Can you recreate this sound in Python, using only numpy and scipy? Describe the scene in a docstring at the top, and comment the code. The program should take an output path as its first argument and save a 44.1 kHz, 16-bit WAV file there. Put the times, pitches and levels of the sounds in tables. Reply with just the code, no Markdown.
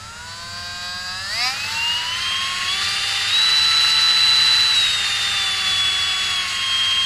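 """Workshop: a small cordless rotary tool runs free in the hand, close to the microphone.
A thumb turns the speed dial up in steps, holds it, then eases it back; one shaft speed drives all tool sounds.
The armature whines in sine tones, loudest on the ninth shaft order. Brush contacts repeat every turn as
chatter and a higher buzz. Dry bearings rasp and brushes hiss as filtered noise; the room rumbles and hums."""
import sys
import numpy as np
from scipy import signal
from scipy.fft import rfft, irfft
from scipy.io import wavfile

SR = 44100
rng = np.random.default_rng(int(sys.argv[2]) if len(sys.argv) > 2 else 0)


def file_out(sig):
    """Save sig as 16-bit WAV at sys.argv[1]."""
    # one column per channel
    cols = np.atleast_2d(sig).T
    # limit, then scale
    lim = np.clip(cols, -1, 1)
    pcm = np.round(lim * 32767).astype(np.int16)
    wavfile.write(sys.argv[1], SR, pcm)


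N = 310990
TIME_S = np.arange(N) / SR
BINS_HZ = np.fft.rfftfreq(N, 1 / SR)

START_SPEED_HZ, FULL_SPEED_HZ = 134.3, 440  # shaft turns per second
JITTER, DRIFT = 0.00032, 0.000397  # quick and slow shaft unsteadiness, rms share of speed
WHINE_ORDER = 9
WHINE_FLUTTER, SIDE_FLUTTER = 0.1, 0.16  # quick, rms share of amplitude
WHINE_SWAY_DB, SIDE_SWAY_DB = 0.18, 1.5  # rms; the tool shifts in the hand
RATTLE_SWAY_DB = 1.15  # rms; the chatter comes and goes
ROOM_DB = -46
EDGE_HZ = 15300

# Turns of the dial: start_s, goal_speed_hz, lag_s
DIAL = [(-0.162, 178.544, 0.187), (0.71, 210.819, 0.652), (1.083, 275.177, 0.253), (1.264, 321.1, 0.068),
        (1.465, 347.437, 0.155), (2.036, 370.978, 0.072), (2.652, 402.186, 0.052), (3.26, 443.586, 0.04),
        (4.663, 398.953, 0.121), (5.271, 376.764, 0.138), (6.243, 356.664, 0.109)]
# Armature tones before carry and swell: shaft_order, full_speed_db, growth_db_per_octave
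TONES = [(2, -46.9, 60), (3, -39, 12.9), (6, -33.4, 13.4), (9, -19.7, 8.7), (12, -43.7, 6), (13, -45, 8.5),
         (15, -44.6, 7), (18, -43.5, 8), (24, -52, -2)]
# How tones carry from the body: pitch_hz, gain_db
CARRY = [(280.0, -3.2), (550.0, -2.8), (750.0, 1.8), (1100.0, 9.8), (1600.0, -5.6), (2500.0, -1.0),
         (4000.0, -0.1), (5000.0, -2.5), (7000.0, 2.7), (10600.0, 0.9)]
# Resonances and dead spots the tones cross: centre_hz, width_hz, lift_db
CARRY_PEAKS = [(776.0, 138.0, 15.0), (839.0, 49.0, -20.0), (1242.0, 179.0, -7.0), (1511.0, 94.0, -5.0),
               (2449.0, 148.0, -7.0), (2679.0, 58.0, -20.0), (2838.0, 300.0, 9.0), (2928.0, 53.0, -12.0),
               (3111.0, 20.0, -16.0), (3210.0, 66.0, 6.0), (3282.0, 53.0, -22.0), (3313.0, 55.0, 10.0),
               (3408.0, 20.0, 4.0), (3460.0, 20.0, -6.0), (3628.0, 240.0, -11.0), (3846.0, 94.0, 4.0),
               (4832.0, 600.0, 10.0), (5530.0, 41.0, -16.0)]
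# Slow swell of three tones as the tool shifts in the hand: time_s, third_db, ninth_db, twelfth_db
TONE_SWELL = [(0.0, -3.7, -6.0, 3.8), (1.0, 3.5, 3.4, -3.0), (1.9, 1.5, -3.5, 0.3), (2.35, 1.1, -5.3, -9.6),
              (2.8, 1.7, -1.5, 6.8), (3.3, 0.8, 2.3, 1.5), (3.9, 7.8, 1.4, 6.8), (4.4, 1.6, 3.8, -9.3),
              (4.8, -3.1, 0.9, 1.9), (5.2, -4.2, 6.6, -3.6), (5.6, -1.8, 1.5, 4.9), (6.3, -3.0, -2.8, 1.1),
              (7.05, -2.0, -0.7, -1.7)]
# Shaft orders of the swelling tones, in column order: shaft_order
SWELL_ORDERS = (3, 9, 12)
# Ticking orders that stand out or hang back: shaft_order, lift_db
ORDER_LIFTS = [(1, -1), (4, 3.5), (5, 2.5), (7, 4), (8, -1.5), (10, -4), (11, -2), (14, -3), (16, -4),
               (17, -2.5), (19, 0), (20, -7), (21, 1.5), (22, 2), (23, -5), (25, -2), (27, 0.5), (28, -1.5),
               (29, -14), (30, -4), (31, -2), (33, -3), (36, 1), (42, 2.5), (44, 3.5)]
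# Housing resonances, applied in part to the ticks: centre_hz, width_hz, lift_db
HOUSING = [(2620, 113, 7), (2764, 78, 10.5), (2820, 50, 8), (3003, 57, 9), (3230, 130, 1), (3710, 57, -13),
           (4180, 34, -14.5), (4450, 62, 2.5), (4750, 25, 5), (6550, 180, 3.5), (7900, 160, 4.5),
           (10970, 250, 13.5)]
# Critical speeds where the rotor shakes: speed_hz, half_width_hz
CRITICAL = [(181, 15), (217, 24.4), (252, 16.8), (298, 27)]
# Contact level laws: full_speed_db, growth_db_per_octave, then lift_db at each critical speed
CHATTER_LAW = (-40.8, 8, 8, 15.5, 16.5, 3)
BUZZ_LAW = (-46.5, 7.5, -1, 3.5, 3, 0)
RASP_LAW = (-23.5, 12.5, -3.5, 0, -1, 0)
HISS_LAW = (-25, 18.5, 8, 9.5, 10.5, 6.5)
# Tick spectra, low chatter and commutator buzz: frequency_hz, relative_db
CHATTER = [(250, -26), (350, -17), (385, -10), (470, -18), (700, -9.5), (900, -15), (1300, -11.5),
           (1900, -9.5), (2500, -7), (3400, -11), (3950, -3.5), (4400, -2), (4850, 1), (5200, -4.5),
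           (5600, -12), (7000, -55)]
BUZZ = [(4300, -77), (5600, -9), (6900, 1.5), (7900, -1.5), (8900, -11), (10500, -11), (11200, -24),
        (11900, -27.5), (12700, -27), (14200, -36), (15200, -39)]
# Slow swell of the commutator buzz: time_s, level_db
BUZZ_SWELL = [(0, 0), (1.5, 2.5), (2.2, -4), (3.1, 4), (4.1, -14), (4.8, 5), (5.5, 4), (6.3, 1.5),
              (7.05, -0.5)]
# Bearing rasp spectra, slow and fast running: frequency_hz, relative_db
RASP_SLOW = [(150, -36), (500, -8), (950, -4), (1400, 3), (1900, 2), (2450, -8.5), (2900, -12), (3600, -5),
             (6000, -27)]
RASP_FAST = [(150, -34), (330, -20), (600, -14), (950, -10), (1250, -0.5), (1600, 0), (1950, 4.5),
             (2400, -4), (3200, -0.5), (3600, -3), (4100, -14), (6000, -36)]
# Brush hiss spectra, slow and fast running: frequency_hz, relative_db
HISS_SLOW = [(1200, -26), (3300, -12), (3900, -3), (4700, -4), (5200, -4), (5600, -13), (7900, -19),
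             (8800, -34), (11200, -50), (11850, -13), (12600, -34), (15200, -44)]
HISS_FAST = [(1200, -35), (3300, -15), (3850, 3), (4400, 3), (4900, -3.5), (5400, -7.5), (6300, -11.5),
             (7900, -15), (9000, -20.5), (10200, -14.5), (11200, -31.5), (12000, -20), (12600, -32),
             (15200, -45)]
# Room rumble spectrum: frequency_hz, relative_db
ROOM = [(15, -5), (45, -7), (57, -5.5), (70, -3), (86, 2), (96, 1.5), (110, -5.5), (128, -3), (147, -10.5),
        (185, -4), (250, -18), (500, -19.5), (2000, -42), (15000, -87)]
# Mains hum: frequency_hz, rms_db
HUM = [(100, -48.5), (200, -55.5)]


def gain_of(db):
    """Decibels to amplitude."""
    return np.exp(np.asarray(db) * np.log(10) / 20)


def evened(x):
    """Scales to rms 1."""
    return x / np.sqrt(np.mean(x ** 2) + 1e-20)


def spectrum_db(points, hz):
    """Joins spectrum points by straight lines on a log-frequency axis."""
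    point_hz, point_db = np.transpose(points)
    return np.interp(np.log(hz + 1), np.log(point_hz + 1), point_db)


def resonances_db(table, hz):
    """Sums the bell-shaped gains of a set of resonances."""
    return sum(db / (1 + (2 * (hz - centre) / width) ** 2) for centre, width, db in table)


def housing_db():
    """Gain of the housing resonances at every FFT bin."""
    return resonances_db(HOUSING, BINS_HZ)


def slow_db(points):
    """Level curve joined by straight lines, one value a sample."""
    return np.interp(TIME_S, *np.transpose(points))


def coloured(x, db):
    """Filters x by a gain at each FFT bin, then scales to rms 1."""
    return evened(irfft(rfft(x) * gain_of(db), N))


def wander(rate_hz, size=8192):
    """Random drift of rms 1, up to about rate_hz."""
    coarse_s = np.linspace(0, TIME_S[-1], size)
    coarse_hz = np.fft.rfftfreq(size, coarse_s[1])
    lowpass = 1 / (1 + (coarse_hz / rate_hz) ** 4)
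    slow = irfft(rfft(rng.standard_normal(size)) * lowpass, size)
    return np.interp(TIME_S, coarse_s, evened(slow))


def shaft_speed():
    """After each dial turn the rotor eases towards its new speed with a critically damped step."""
    speed_hz = np.full(N, START_SPEED_HZ)
    before_hz = START_SPEED_HZ
    for start_s, goal_hz, lag_s in DIAL:
        lags = np.maximum(TIME_S - start_s, 0) / lag_s
        speed_hz = speed_hz + (goal_hz - before_hz) * (1 - (1 + lags) * np.exp(-lags))
        before_hz = goal_hz
    return speed_hz


def contact_db(speed_hz, law):
    """A contact's level follows speed, with a lift or dip where the rotor shakes."""
    full_db, growth_db, *lifts_db = law
    shake_db = sum(db * np.exp(-((speed_hz - centre) / half_width) ** 2)
                   for (centre, half_width), db in zip(CRITICAL, lifts_db))
    return full_db + growth_db * np.log2(speed_hz / FULL_SPEED_HZ) + shake_db


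def whine(turns, speed_hz):
    """Armature tones follow speed, swell and fade across resonances, and flutter a little."""
    swell_db = {order: slow_db([(s, levels[i]) for s, *levels in TONE_SWELL])
                for i, order in enumerate(SWELL_ORDERS)}
    carry_db = spectrum_db(CARRY, BINS_HZ) + resonances_db(CARRY_PEAKS, BINS_HZ)
    octaves = np.log2(speed_hz / FULL_SPEED_HZ)
    out = np.zeros(N)
    for order, full_db, growth_db in TONES:
        if order == WHINE_ORDER:
            flutter, sway_db = WHINE_FLUTTER, WHINE_SWAY_DB
        else:
            flutter, sway_db = SIDE_FLUTTER, SIDE_SWAY_DB
        tone_db = full_db + growth_db * octaves + np.interp(order * speed_hz, BINS_HZ, carry_db)
        level = gain_of(tone_db + swell_db.get(order, 0) + sway_db * wander(rate_hz=5.8))
        tone = np.sin(2 * np.pi * (order * turns + rng.random()))
        out += level * (1 + flutter * wander(rate_hz=29)) * tone
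    return np.sqrt(2) * out


def ticks(turns, speed_hz, without, slip_turns=0.00078, size=8192, count=105):
    """One uneven row of contacts repeats every turn: shaft orders near rms 1, less the given ones."""
    orders = np.arange(count)
    lift_db = sum(db * (orders == order) for order, db in ORDER_LIFTS)
    phases = np.exp(2j * np.pi * rng.random(count))
    lines = gain_of(lift_db) * phases * ~np.isin(orders, [0, *without])
    # bouncing brushes land early or late, blurring the top orders
    contact = turns + slip_turns * wander(rate_hz=62)
    place = np.floor(contact * size).astype(int) % size
    out = np.zeros(N)
    for group in np.array_split(orders, count // 7):
        one_turn = irfft(lines * np.isin(orders, group), size) * size / np.sqrt(2)
        audible = np.clip((SR / 2 - group[-1] * speed_hz) / 2000, 0, 1)  # fades out below Nyquist
        out += audible * one_turn[place]
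    return out


def bench(x, wet_db, t60_s):
    """Early echoes from hands, bench and walls: gliding lines swell and fade as they cross them."""
    echo_s = TIME_S[:SR // 4]
    hits = rng.random(len(echo_s)) < 2000 / SR  # about 2000 echoes per second
    taps = rng.standard_normal(len(echo_s)) * hits * gain_of(-60 * echo_s / t60_s)
    echoes = signal.fftconvolve(x, taps / np.linalg.norm(taps))[:N]
    return x + gain_of(wet_db) * echoes


def ringing_ticks(stack, spectrum, level_db, coupling=0.26):
    """Ticks ring through the housing, at a share of its dB gain, and the space around it."""
    colour_db = spectrum_db(spectrum, BINS_HZ) + coupling * housing_db()
    rung = irfft(rfft(stack) * gain_of(colour_db), N)
    return gain_of(level_db) * bench(rung, wet_db=-4, t60_s=0.06)


def rub(turns, fast, spectra, level_db, throb, flicker_db):
    """Friction noise swells once a turn, rings in the housing and changes colour with speed."""
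    once_a_turn = 1 + throb * np.cos(2 * np.pi * turns)
    flicker = gain_of(flicker_db * wander(rate_hz=21))
    force = rng.standard_normal(N) * once_a_turn * flicker
    slow_sound, fast_sound = (coloured(force, spectrum_db(s, BINS_HZ) + housing_db()) for s in spectra)
    return gain_of(level_db) * ((1 - fast) * slow_sound + fast * fast_sound)


def room():
    """Low rumble of filtered noise that swells a little, plus steady mains hum sines."""
    hum = sum(gain_of(db) * np.sqrt(2) * np.sin(2 * np.pi * (hz * TIME_S + rng.random())) for hz, db in HUM)
    swell_db = 0.88 * wander(rate_hz=2.0)
    rumble = coloured(rng.standard_normal(N), spectrum_db(ROOM, BINS_HZ))
    return hum + gain_of(ROOM_DB + swell_db) * rumble


def scene():
    """One shaft drives every tool sound, its speed setting their levels; the room is added."""
    speed_hz = shaft_speed()
    unsteady = 1 + JITTER * wander(rate_hz=37.0) + DRIFT * wander(rate_hz=4.21)
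    turns = np.cumsum(speed_hz * unsteady) / SR
    armature = whine(turns, speed_hz)

    stack = ticks(turns, speed_hz, without=[order for order, *_ in TONES])
    chatter_db = contact_db(speed_hz, CHATTER_LAW) + RATTLE_SWAY_DB * wander(rate_hz=9.7)
    chatter = ringing_ticks(stack, CHATTER, chatter_db)
    buzz_db = contact_db(speed_hz, BUZZ_LAW) + slow_db(BUZZ_SWELL)
    commutator = ringing_ticks(stack, BUZZ, buzz_db)

    fast = np.clip((speed_hz - 200) / 160, 0, 1)  # 0 up to 200 turns/s, 1 from 360
    bearings = rub(turns, fast, (RASP_SLOW, RASP_FAST), contact_db(speed_hz, RASP_LAW),
                   throb=0.22, flicker_db=0.5)
    brushes = rub(turns, fast, (HISS_SLOW, HISS_FAST), contact_db(speed_hz, HISS_LAW),
                  throb=0.3, flicker_db=1.15)
    return (armature + chatter + commutator + bearings + brushes + room())[None]


def record(dry):
    """The recorder's band limit: a linear-phase low-pass."""
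    lowpass = signal.firwin(511, EDGE_HZ, window=("kaiser", 9), fs=SR)
    return signal.oaconvolve(dry, lowpass[None], "same")


dry = scene()
out = record(dry)
file_out(out)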